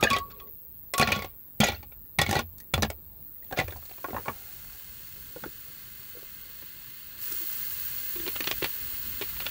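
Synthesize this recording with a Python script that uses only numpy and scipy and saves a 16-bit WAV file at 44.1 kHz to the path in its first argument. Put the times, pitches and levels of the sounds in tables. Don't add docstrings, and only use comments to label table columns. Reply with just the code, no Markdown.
import sys
import numpy as np
from scipy import signal
from scipy.fft import rfft, irfft, next_fast_len
from scipy.io import wavfile
from scipy.ndimage import uniform_filter1d

SR = 44100
rng = np.random.default_rng(int(sys.argv[2]) if len(sys.argv) > 2 else 0)


def volts(x):
    e = np.asarray(x, float) / 20
    return 10 ** e


def master_out(mix):
    frames = np.transpose(np.atleast_2d(mix))
    ceiling = np.clip(frames, -1, 1)
    pcm = np.round(ceiling * 32767).astype(np.int16)
    wavfile.write(sys.argv[1], SR, pcm)


N = 418950

# start_s, peak_db
SCENE_CHANGES = [
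    (0.4948, -47.5),
    (1.9955, -61.5),
    (3.2056, -56),
]
# pitch_hz, level_db (per Hz)
ROOM_COLOUR = [(42, -5.5), (170, -17.5), (3000, -45.5), (4600, -40.5), (5300, -54), (10000, -55),
               (11500, -35), (14000, -62.5)]
# start_s, level_db
ROOM_LEVEL = [(0, -39), (.5, -54.5), (3.2, -53.5), (7.1, -53.5), (7.3, -51), (9.5, -47)]
# start_s, level_db, strokes_per_s, near_share (0-1)
CRICKET = [(0, -46, 157, 0.8), (.49, -39, 157.3, 0.77), (1.3, -40.5, 156.2, 0.77), (3.19, -41, 157, 0.75),
           (3.21, -40, 150, 0.26), (7.17, -40, 162, 0.3), (7.24, -29, 162, 0), (9.5, -31, 180, 0)]
# pitch_hz, level_db (per Hz)
WING_COLOUR = [(6180, -94), (10500, -47.5), (12300, -23.5), (12600, -19.5), (13600, -6.5), (14100, -6.5),
               (15000, -6.5), (15900, 7.5)]
# pitch_hz, level_db (per Hz)
CHORUS_COLOUR = [(9000, -37), (11800, -15.5), (12700, -8), (13400, -15), (14300, -7), (15200, 3),
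                 (15690, 3.5), (15900, -0.7)]
# start_s, loudest_s, end_s, loudest_db
RATTLES = [(0, 0.174, 0.2, -24.5), (0.04, 0.06, 0.11, -35), (0.966, 1.04, 1.18, -24),
           (1.04, 1.162, 1.4, -24), (1.599, 1.62, 1.9, -18.5), (1.627, 1.674, 1.838, -18.5),
           (2.188, 2.235, 2.33, -21), (2.27, 2.395, 2.45, -21), (3.555, 3.582, 3.76, -20.5),
           (4.08, 4.18, 6.3, -43), (4.245, 4.28, 4.04, -39)]
# pitch_hz, level_db (per Hz)
CRUNCH_COLOUR = [(250, -6), (600, 0), (1500, -6.5), (2300, 4), (4000, 1), (7000, -22.5), (12000, -30.5)]
# pitch_hz, level_db
EMPTY_WALL = [(1250, -7.5), (1620, -5), (1950, -10), (2550, -3.5), (2900, -9), (3300, -3), (3620, -8.5),
              (4580, -10), (5400, -8.5), (6500, -12), (7000, -14.5), (7700, -16)]
# pitch_hz, level_db
LOADED_WALL = [(1420, -2), (1900, -5.5), (2170, -2), (2430, -6), (3010, -12), (3340, -9.5), (4150, -8.5),
               (4960, -7.5), (5400, -11), (5910, -8.5), (6520, -10.5), (7420, -15)]
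# start_s, peak_db
RIM_NOTES = [(0.1051, -22), (0.132, -33), (0.2, -34.5), (0.314, -51), (0.403, -49), (0.939, -32),
             (0.9841, -22.5), (1.04, -33), (1.085, -37), (1.13, -32), (1.18, -44), (1.223, -55)]
# start_s, peak_db, pitch_hz, t60_s
LINGERING_NOTES = [(0.0, -35, 1250, 0.12), (0.038, -21.5, 4600, 0.017), (.038, -25.5, 6570, 0.022),
                   (.037, -27.5, 3670, 0.058), (0.041, -18.5, 2525, 0.056), (.046, -26, 1620, 0.097),
                   (0.051, -34, 1210, 0.18), (0.071, -17, 1710, 0.038), (.068, -35.5, 2880, 0.1),
                   (.131, -25, 4700, .016), (0.136, -34, 2450, .05), (.15, -30, 1950, 0.075),
                   (.173, -28, 3210, 0.022), (.937, -29, 5340, 0.021), (.938, -29.5, 2020, 0.032),
                   (0.939, -40.5, 1410, 0.062), (.998, -23.5, 2500, 0.11), (.996, -19, 746, 0.066),
                   (1.025, -16.5, 744, 0.038), (1.03, -16.5, 4230, 0.021), (1.075, -26, 2300, .04),
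                   (1.086, -23, 753, 0.044), (1.123, -22, 2522, 0.067), (1.165, -39, 3360, 0.09),
                   (1.604, -26, 2300, 0.037), (1.604, -28, 4720, .02), (1.612, -25, 3320, 0.04),
                     (1.633, -13, 780, .025), (1.636, -24, 3310, 0.022), (1.64, -21, 6670, 0.02),
                     (1.642, -32, 1945, 0.21), (1.689, -25, 2340, .03), (1.69, -31, 4070, .02),
                     (1.747, -40, 4340, 0.027), (1.76, -48, 2700, 0.053), (2.187, -22, 803, 0.041),
                     (2.187, -18.5, 2120, 0.046), (2.19, -23.5, 1910, 0.12), (2.228, -30, 2210, 0.072),
                     (2.215, -20, 5050, 0.021), (2.264, -26, 2200, 0.052), (2.309, -35, 6600, 0.018),
                     (2.31, -28.5, 802, 0.14), (2.33, -38, 3000, 0.051), (2.353, -25, 813, 0.068),
                     (2.356, -27, 1940, 0.091), (2.365, -28, 4000, 0.018), (2.372, -35, 776, .08),
                     (2.603, -51.5, 1920, 0.066), (2.74, -21, 3440, 0.02), (2.738, -33, 4930, .02),
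                     (2.824, -28, 4970, 0.019), (2.823, -23.5, 5960, 0.018), (3.36, -61, 1950, .025),
                     (3.426, -52, 1950, 0.028), (4.282, -30, 2120, 0.03)]
# start_s, peak_db, pitch_hz, t60_s
PLOPS = [(4.043, -37, 734, 0.05), (4.131, -30, 745, 0.046), (4.145, -32, 730, 0.03),
         (4.255, -35.5, 1080, 0.096), (4.256, -63, 2130, 0.054), (6.15, -47, 486, 0.063),
         (6.622, -50, 340, 0.029), (8.157, -39, 352, 0.17), (8.197, -36, 337, 0.064),
         (8.267, -37, 338, 0.044), (8.278, -28, 350, 0.026), (8.624, -23.5, 370, 0.026),
         (9.212, -27.5, 360, 0.044)]
# start_s, clink_t60_s, knock_t60_s, crunch_db (re clink)
FILL = [(0, 0.036, 0.036, -7), (1.3, 0.029, 0.027, -3.5), (1.6, .03, 0.029, -2), (2.4, 0.027, 0.037, -2.5),
        (3.001, 0.02, 0.015, 0), (3.5, 0.016, 0.03, -2.5), (3.7, 0.0093, 0.036, -5),
        (4.4, 0.014, 0.011, -17), (7.1, 0.025, 0.021, -21), (8.1, 0.012, 0.031, 3)]
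# start_s, knock_hz
COLUMN = [(0, 696), (1.1, 737), (1.7, 819), (3.6, 748)]
# start_s, peak_db, clink_hz, knock_db, crack_db (both re clink)
SCOOP_1 = [(0.0084, -30, 1540, -21, 2), (0.0267, -10, 2500, 0, -44), (0.0348, -11.5, 1770, -27, -5),
           (0.073, -32, 1700, -32, -43.5), (0.1014, -17, 2700, -11, -5), (0.1094, -14, 2480, -15, -20),
           (0.1311, -16.5, 2280, -11, -10.5), (0.1632, -18.5, 3300, -5, -20), (0.184, -26, 2200, -11, -3),
           (0.256, -60, 3200, -20, -20), (0.301, -43, 2520, -24, -14), (0.308, -42, 1350, -10, -19),
           (0.314, -40, 4300, -23, -14), (0.345, -53, 3300, -20, -20), (0.359, -53, 2500, -9, -12),
           (0.384, -51, 2720, -10, -20), (0.399, -36.5, 3340, -20, -18), (0.472, -52.5, 2050, 0, -7)]
SCOOP_2 = [(0.9365, -20, 2500, -3.5, -0.5), (0.9793, -15.5, 2470, -8, -1.5), (0.9956, -12, 2570, -4.5, -5),
           (1.0122, -11.5, 2340, -16, -11), (1.0246, -10.5, 1970, -19, -17), (1.073, -15.5, 2470, -26, -17),
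           (1.0874, -19.5, 2230, -9.5, -32), (1.104, -23.5, 3200, 4, -31), (1.119, -10.5, 2390, -31, -12),
           (1.1595, -26, 3300, -5.5, -9), (1.19, -28, 2220, 1, -11), (1.221, -23.5, 2160, -6.5, -14),
           (1.2446, -27.5, 2080, 0.5, -9)]
SCOOP_3 = [(1.6021, -11.5, 2350, -7.5, -3.5), (1.6124, -14.5, 3130, -9, -33), (1.6346, -13, 1980, -3, -14),
           (1.641, -18, 2000, -24, 1.5), (1.6671, -26, 1930, -8, -1), (1.6844, -18.5, 2230, -2, -7),
           (1.719, -28.5, 2300, -2, -12), (1.731, -47, 5770, -10, -5), (1.744, -39, 1560, -3, -21),
           (1.757, -48, 6500, -6, -6), (1.766, -54, 6300, -8, -10), (1.829, -38, 2300, -2, -8),
           (1.92, -45.5, 2300, -2, -30)]
SCOOP_4 = [(2.1865, -12, 2190, -27, -7.5), (2.1906, -14, 1970, 1, -35), (2.2144, -13.5, 3460, -3.5, -2.5),
           (2.2624, -23, 2180, -8, -11), (2.2915, -21.5, 2180, -4, -9), (2.3094, -18.5, 1850, -7, -2.5),
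           (2.3274, -19.5, 2940, 2, -10), (2.3435, -31, 5840, -8, -4), (2.353, -17, 1510, -1, -8),
           (2.3646, -22.5, 1920, 4, -7), (2.3905, -17, 2320, -2, -9), (2.406, -33, 2200, 1, -9),
           (2.5815, -51, 3600, -12, 12), (2.6017, -43, 1930, -31, 10)]
SCOOP_5 = [(2.7373, -12.5, 2280, -5, -8.5), (2.7433, -27.5, 2590, 1.5, -22), (2.7775, -30, 1740, 9, -7),
           (2.799, -45, 3570, -9, -3.5), (2.8221, -18.5, 4000, -3, -4), (2.8287, -12, 1720, -9, -11),
           (2.848, -27, 1690, 4, -19), (2.9004, -26, 2260, 0, 0.5)]
# start_s, peak_db, clink_hz, knock_db (re clink)
PUSHED = [(3.509, -39, 1610, 7), (3.5237, -27, 1600, 2.5), (3.5728, -22, 1510, 0.5),
          (3.5864, -14.5, 2070, -3), (3.5974, -15.5, 2080, -6), (3.6093, -28.5, 2000, 7.5),
          (3.68, -30.5, 1950, -0.5), (3.7214, -35.5, 1600, -3), (3.7579, -43, 1310, 6),
          (3.91, -40, 2500, -1)]
# start_s, peak_db, clink_hz, knock_db, crack_db (both re clink)
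CRAZING = [(3.4435, -50, 4100, -20, 2.5), (3.466, -54, 3220, -22, -10), (3.68, -49, 3000, -20, 10),
           (3.705, -39, 3540, -20, -18), (3.7655, -45, 4480, 0, 6), (3.824, -45.5, 1300, -6, -28),
           (3.8528, -41.5, 4440, -10, 3), (3.893, -41, 4360, -11, -15), (3.933, -46, 4200, -18, -15),
           (3.981, -40.5, 1190, -7, -28), (4.694, -44.5, 1500, -32, -25)]
# start_s, peak_db, knock_hz, knock_db (re clink)
SUNK = [(4.0426, -29, 1080, 3.5), (4.0831, -41.5, 744, 14), (4.1041, -35, 370, 3.5), (4.129, -47, 1030, 14),
        (4.144, -42.5, 710, 20), (4.164, -35, 1070, 14), (4.1799, -42.5, 960, 14.5),
        (4.2553, -42, 1040, 13), (4.2809, -24.5, 1130, 6), (4.644, -48, 1540, -1), (5.36, -39.5, 540, 7),
        (5.436, -29.5, 900, -1), (5.4576, -37, 330, 6.5), (6.1685, -47, 500, 7.5), (6.225, -53.5, 480, 9.5),
        (6.622, -42.5, 340, -2.5)]
# start_s, peak_db, clink_hz, knock_db (re clink)
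AFLOAT = [(8.158, -37, 3120, -18), (8.198, -34, 3180, -19), (8.2634, -30.5, 2880, -9),
          (8.2765, -24, 4110, -23), (8.357, -28.5, 4360, -29), (8.362, -24, 2670, -17),
          (8.405, -19.5, 2510, -12), (8.4414, -25, 3080, -18), (8.4724, -16.5, 2960, -35),
          (8.512, -15, 2800, -29), (8.6194, -26.5, 2680, -21), (8.626, -22, 2760, -4),
          (8.6425, -17.5, 3550, -14), (8.6546, -27.5, 2770, -29), (9.212, -25, 3230, -11),
          (9.222, -26.5, 2570, -27), (9.366, -38, 3200, -30), (9.402, -27, 4170, -33),
          (9.42, -30, 3200, -17), (9.455, -33, 4150, -30), (9.4645, -21, 2740, -38)]
# start_s, peak_db, clink_hz, knock_db, crack_db (both re clink)
SPLIT = [
    (7.32, -31, 4400, -10, 9.5),
]
# start_s, peak_db, boom_db (re peak)
THUDS = [(0.025, -16.5, -14), (0.105, -19.5, -6.5), (0.995, -14, -24), (1.023, -22, -6),
         (1.074, -19.5, -11), (1.121, -26, 1), (1.162, -21, -14.5), (1.599, -7, -23), (1.688, -26.5, 1),
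         (2.265, -34, 0), (2.285, -17, -5.5), (2.385, -22.5, -13), (2.78, -21, 0.5), (2.827, -17, -11),
         (4.128, -28, -5), (4.278, -31, -4.5), (5.427, -33, -15)]
# start_s, peak_db, boom_db (re peak)
FLEXES = [
    (2.183, -20, -2),
    (2.213, -26, -17),
    (2.352, -23, 0),
    (2.736, -19.5, -1.5),
    (3.58, -25, -1),
    (3.64, -57, 31.5),
]
# start_s, peak_db, start_hz, end_hz, length_s
SLIDES = [
    (0.128, -29, 1950, 2750, 0.024),
    (0.066, -35.5, 700, 640, 0.035),
    (0.083, -32, 1700, 1600, 0.023),
    (5.436, -40, 1630, 1320, 0.0098),
    (5.457, -45, 343, 240, 0.017),
    (2.325, -32, 690, 900, .06),
    (7.4, -49.5, 360, 300, 0.048),
    (9.213, -35, 330, 390, 0.022),
]
# start_s, length_s, pitch_hz, level_db
GURGLES = [
    (0.241, 0.28, 433, -61),
    (7.24, 0.13, 362, -61),
    (8.155, 0.125, 340, -53),
]
# start_s, level_db
FIZZ_LEVEL = [(3.2, -96.5), (3.42, -74), (3.515, -62), (3.535, -65), (3.7, -58), (4.3, -52.5), (7.17, -55),
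              (7.23, -43.5), (9.5, -47)]
# pitch_hz, level_db (per Hz)
FIZZ_COLOUR = [(3500, -7.5), (5200, 10), (7300, 13.5), (8500, 12.5), (10000, 11), (12000, 12.5),
               (13500, -14), (16000, -9)]
# pitch_hz, width_hz, level_db
HOLLOW = [(1080, 70, 0), (1350, 20, -5.5), (1600, 250, -4.5), (2080, 43, -2), (2580, 83, -8),
          (2950, 690, -8.5), (4426, 330, -0.5)]

FULL_S = 7.2
BOARD_HZ, FLEX_HZ, BOOM_HZ = 224.8, 148.8, 65.7
RIM_HZ, RIM_T60_S = 1120, 0.18
SUNK_CLINK_HZ, BRIM_KNOCK_HZ = 1463, 352
WET_CRACK_DB, BRIM_CRACK_DB = -15.5, -13


def evened(x):
    return x / np.sqrt(np.mean(x ** 2) + 1e-20)


def peaked(x):
    return x / np.max(abs(x))


def read(points, hz):
    f, value = np.transpose(points)
    return np.interp(np.log(hz + 1), np.log(f + 1), value)


def follow(rows):
    s, *columns = np.transpose(rows)
    return [np.interp(np.arange(N) / SR, s, c) for c in columns]


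def add(mix, s, sound):
    part = mix[round(s * SR):][:len(sound)]
    part += sound[:len(part)]


def colour(x, gain_db):
    size = next_fast_len(N)
    gain = volts(gain_db(np.fft.rfftfreq(size, 1 / SR)))
    return evened(irfft(rfft(x, size) * gain, size)[:N])


def ring(hz, t60, size=6000):
    t = np.arange(size) / SR
    return volts(-60 * t / t60) * np.sin(2 * np.pi * hz * t)


def clicks(per_s, spread_db):
    size = volts(spread_db * np.minimum(rng.exponential(1, N), 5)) * rng.choice([-1., 1.], N)
    return size * (rng.random(N) < per_s / SR)


def cabin():
    frames = N // 256 + 5
    a, b, patches = rng.standard_normal((frames, 513, 3)).T
    patches = evened(uniform_filter1d(uniform_filter1d(patches, 8, 0), 14, 1))
    drifting = signal.istft((a + 1j * b) * volts(2.16 * patches), nperseg=1024, noverlap=768)[1][:N]
    insect_band = signal.butter(4, (7440, 8700), "band", fs=SR, output="sos")
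    insects = evened(signal.sosfilt(insect_band, drifting))
    room = colour(drifting, lambda hz: read(ROOM_COLOUR, hz))
    return volts(follow(ROOM_LEVEL)[0]) * room + volts(-73.5) * insects


def cricket():
    db, per_s, near = follow(CRICKET)
    near = np.clip(near, 0, 1)
    wander = uniform_filter1d(rng.standard_normal(N), 300)
    count = np.floor(np.cumsum(per_s * (1 + 0.19 * wander)) / SR)
    strokes = np.diff(count, prepend=0) * volts(19 * wander)
    t = np.arange(110) / SR
    chirp = np.sin(2 * np.pi * (16800 * t - 840000.0 * t ** 2)) * signal.windows.tukey(len(t), .4)
    sung = colour(np.convolve(strokes, chirp)[:N], lambda hz: read(WING_COLOUR, hz))
    leaves = rng.standard_normal(2500) * np.exp(-np.arange(2500) / 500.)
    echoes = evened(signal.oaconvolve(sung, leaves)[:N])
    hiss = rng.standard_normal(N)

    def singers_db(hz):
        voices_hz, width_hz = (15073, 15180, 15452, 15500, 15600), 40
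        return 10 * np.log10(1 + sum(2.1 / (1 + (2 * (hz - f) / width_hz) ** 2) for f in voices_hz))

    early_blur = evened(echoes + 0.7 * colour(hiss, lambda hz: read(WING_COLOUR, hz)))
    late_blur = colour(hiss, lambda hz: read(CHORUS_COLOUR, hz) + singers_db(hz))
    early = np.arange(N) < SCENE_CHANGES[-1][0] * SR
    blur = np.where(early, early_blur, late_blur)
    return volts(db) * (np.sqrt(near) * sung + np.sqrt(1 - near) * blur)


def rattle():
    scrape_t60_s = .05
    scrapes, which = clicks(3800, 3.5), rng.integers(0, len(LOADED_WALL), N)
    rung = np.zeros(N)
    for k, (hz, db) in enumerate(LOADED_WALL):
        rung += signal.oaconvolve(scrapes * (which == k), volts(db) * ring(hz, scrape_t60_s, size=2000))[:N]
    rung += signal.oaconvolve(scrapes * (which < 2), volts(-2) * ring(790, scrape_t60_s, size=2000))[:N]
    ground = colour(scrapes, lambda hz: read(CRUNCH_COLOUR, hz))
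    level = np.zeros(N)
    for *s, loudest_db in RATTLES:
        db = loudest_db + np.array([-13, 0, -54.5])
        t = np.arange(s[0], s[-1], 1 / SR)
        add(level, s[0], volts(np.interp(t, s, db)) * signal.windows.tukey(len(t), .15))
    dry_ice = evened(.9 * evened(rung) + ground)
    drowned = colour(dry_ice, lambda hz: -10 * np.log10(1 + (hz / 1800) ** 4))
    return volts(-12.5) * level * np.where(np.arange(N) < 3.9 * SR, dry_ice, drowned)


def singing_notes():
    out, n = np.zeros(N), np.arange(12000)
    rim = [(s, db, RIM_HZ, RIM_T60_S) for s, db in RIM_NOTES]
    for s, db, hz, t60 in rim + LINGERING_NOTES + PLOPS:
        partner = ring(hz * rng.uniform(1.02, 1.06), 0.27 * t60, size=12000)
        pair = ring(hz, t60, size=12000) + 0.21 * partner
        soft_start = 1 - np.exp(-n / (SR * 0.022 * t60))
        add(out, s, volts(db + 0.14) * peaked(pair * soft_start))
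    return out


def knocks(rows, contact_s, rise_s, wall_db, snap_db):
    out, t = np.zeros(N), np.arange(2600) / SR
    when, *fill = np.transpose(FILL)
    high = signal.butter(3, 4500, "high", fs=SR, output="sos")
    bins_hz = np.fft.rfftfreq(len(t), 1 / SR)
    rise = 1 - np.exp(-t / rise_s)
    snap = peaked((1 - t / 0.00013) * np.exp(-t / 0.00011) * (1 - np.exp(-t / 0.00004)))
    for s, db, clink_hz, knock_hz, knock_db, crack_db in rows:
        clink_t60, knock_t60, crunch_db = (np.interp(s, when, c) for c in fill)
        grit = rng.standard_normal((5, len(t)))
        chance = rng.standard_normal((2 * len(LOADED_WALL), 2))

        def tilt_db(hz):
            return 0.38 * (crack_db + 17.5) * np.log2(np.maximum(hz, 2200) / 2200)

        contact = grit[0] * rise * np.exp(-t / contact_s)
        modes = EMPTY_WALL if s < SCENE_CHANGES[0][0] else LOADED_WALL
        wall = np.zeros(len(t))
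        for (hz, level_db), (louder, sharper) in zip(2 * modes, chance):
            mode_t60 = clink_t60 * (1400 / hz) ** 0.33
            mode = ring(hz * (1 + .014 * sharper), mode_t60, size=2600)
            wall += volts(level_db + tilt_db(hz) + 2.2 * louder) * mode
        struck_spot = ring(clink_hz, clink_t60, size=2600)
        clink = peaked(signal.fftconvolve(contact, struck_spot + volts(wall_db) * wall))
        air = ring(knock_hz, knock_t60) + 0.5 * ring(knock_hz * 1.37, knock_t60 * 0.42)
        knock = peaked(signal.fftconvolve(contact, air))
        lumps = volts(38.4 * uniform_filter1d(grit[1], 60))
        crunch_gain = volts(read(CRUNCH_COLOUR, bins_hz) + tilt_db(bins_hz))
        ground = irfft(rfft(grit[2]) * crunch_gain, len(t))
        crunch = peaked(ground * lumps * rise * np.exp(-t / (0.27 * clink_t60)))
        crack_fade = np.exp(-t / 0.0022) + 0.12 * np.exp(-t / 0.0034)
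        crack = peaked(signal.sosfilt(high, grit[3] * lumps * rise * crack_fade))
        rub = grit[4] * lumps * rise * np.exp(-t / 0.014)
        scuff = peaked(np.convolve(rub, ring(knock_hz * 0.79, 2.8 / knock_hz, size=1000)))
        add(out, s, volts(db - 1.5) * clink)
        add(out, s, volts(db + crunch_db - 1.5) * crunch)
        add(out, s + rise_s, volts(db + snap_db) * snap * np.sign(grit[0, 0]))
        add(out, s, volts(db + knock_db - 2.0) * knock)
        add(out, s, volts(db + knock_db - 8.0) * scuff)
        add(out, s, volts(db + crack_db + 2.0) * crack)
    return out


def column_hz(s):
    return np.interp(s, *np.transpose(COLUMN))


def crack_of(clink_hz, base_db):
    return base_db - 10 * np.log2(clink_hz / 2200)


def ice():
    dropped = [(s, db, hz, column_hz(s), knock_db, crack_db)
               for s, db, hz, knock_db, crack_db in SCOOP_1 + SCOOP_2 + SCOOP_3 + SCOOP_4 + SCOOP_5]
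    pushed = [(s, db, hz, column_hz(s), knock_db, crack_of(hz, WET_CRACK_DB))
              for s, db, hz, knock_db in PUSHED]
    pushed += [(s, db, hz, column_hz(s), knock_db, crack_db)
               for s, db, hz, knock_db, crack_db in CRAZING]
    sunk_crack_db = crack_of(SUNK_CLINK_HZ, WET_CRACK_DB)
    sunk = [(s, db, SUNK_CLINK_HZ * rng.uniform(0.934, 1.14), hz, knock_db, sunk_crack_db)
            for s, db, hz, knock_db in SUNK]
    afloat = [(s, db, hz, BRIM_KNOCK_HZ, knock_db, crack_of(hz, BRIM_CRACK_DB))
              for s, db, hz, knock_db in AFLOAT]
    afloat += [(s, db, hz, BRIM_KNOCK_HZ, knock_db, crack_db)
               for s, db, hz, knock_db, crack_db in SPLIT]
    out = knocks(dropped, contact_s=0.0023, rise_s=0.0015, wall_db=-11.5, snap_db=-11)
    out += knocks(pushed, contact_s=0.0035, rise_s=0.0024, wall_db=-18.5, snap_db=-20)
    under = knocks(sunk, contact_s=0.0031, rise_s=0.0026, wall_db=-11.5, snap_db=-1.3)
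    out += signal.sosfilt(signal.butter(2, 4000, fs=SR, output="sos"), under)
    out += knocks(afloat, contact_s=0.0016, rise_s=0.0016, wall_db=-12.5, snap_db=-1.7)
    return out


def table():
    out, push = np.zeros(N), signal.windows.hann(90)
    blows = [(*row, BOARD_HZ) for row in THUDS] + [(*row, FLEX_HZ) for row in FLEXES]
    for s, db, boom_db, board_hz in blows:
        board = ring(board_hz * rng.uniform(0.91, 1.04), 0.14, size=9000)
        board += .5 * ring(FLEX_HZ, 0.13, size=9000) + 0.23 * ring(350, 0.059, size=9000)
        boom = ring(BOOM_HZ * rng.uniform(0.82, 1.3), 0.47, size=14000)
        boom += ring(BOOM_HZ * rng.uniform(1.35, 1.5), 0.36, size=14000)
        add(out, s + .002, -volts(db - 3.0) * peaked(np.convolve(push, board)))
        add(out, s, volts(db + boom_db - 2.0) * peaked(signal.fftconvolve(push, boom)))
    return out


def slides():
    out = np.zeros(N)
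    for s, db, start_hz, end_hz, length_s in SLIDES:
        hz = np.linspace(start_hz, end_hz, round(length_s * SR))
        glide = np.sin(2 * np.pi * np.cumsum(hz) / SR)
        add(out, s, volts(db) * glide * signal.windows.tukey(len(hz), .6))
    return out


def gurgles():
    out = np.zeros(N)
    for s, length_s, hz, db in GURGLES:
        puffs = rng.standard_normal(round(length_s * SR))
        pocket = signal.fftconvolve(puffs, ring(hz, 0.05))[:len(puffs)]
        add(out, s, volts(db) * evened(pocket) * signal.windows.tukey(len(puffs), .3))
    return out


def fizz():
    hiss_db, t = follow(FIZZ_LEVEL)[0], np.arange(N) / SR
    foam_s = np.where(t < FULL_S, np.maximum(t - 4.2, 0), t - FULL_S)
    hollow_db = hiss_db + 2 * foam_s
    pouring = np.clip((t - FIZZ_LEVEL[0][0]) / .02, 0, 1)
    bursts = evened(clicks(9000, 2.5)) + 0.77 * rng.standard_normal(N)
    hiss = colour(bursts, lambda hz: read(FIZZ_COLOUR, hz))

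    def hollow_gain_db(hz):
        bands = sum(volts(2 * d) / (1 + (2 * (hz - f) / w) ** 2) for f, w, d in HOLLOW)
        ends = -25 / (1 + (hz / 1000) ** 6) - 30 / (1 + (5000 / (hz + 1)) ** 12)
        notch = -9.5 / (1 + ((hz - 2266) / 51) ** 2)
        return 10 * np.log10(0.0081 + bands) + ends + notch

    hollow = colour(bursts, hollow_gain_db)
    return pouring * (volts(hiss_db - 2.5) * hiss + volts(hollow_db - 5.0) * hollow)


def walls(x):
    t = np.arange(12000) / SR
    tail = rng.standard_normal(len(t)) * volts(-60 * t / 0.073) * np.clip(t / 0.00049, 0, 1)
    tail = signal.lfilter([1], [1, -.4], tail)
    return signal.oaconvolve(x, tail / np.linalg.norm(tail))[:N]


def scene():
    glass = rattle() + singing_notes() + ice() + slides() + gurgles()
    mix = cabin() + cricket() + glass + volts(-8.0) * walls(glass) + table() + fizz()
    for s, db in SCENE_CHANGES:
        add(mix, s, volts(db + 10.0) * np.array([1., -.6]))
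    return mix[None]


def roll_off(x):
    return signal.sosfilt(signal.butter(12, 17140, fs=SR, output="sos"), x)


def record(dry):
    thinned = signal.sosfilt(signal.butter(2, 45, "high", fs=SR, output="sos"), dry)
    rounded = .55 * np.tanh(thinned / .55)
    steep = signal.firwin(2047, 15755, window=("kaiser", 9), fs=SR)
    limited = signal.oaconvolve(rounded, steep[None], "same")
    return roll_off(limited)


dry = scene()
out = record(dry)
master_out(out)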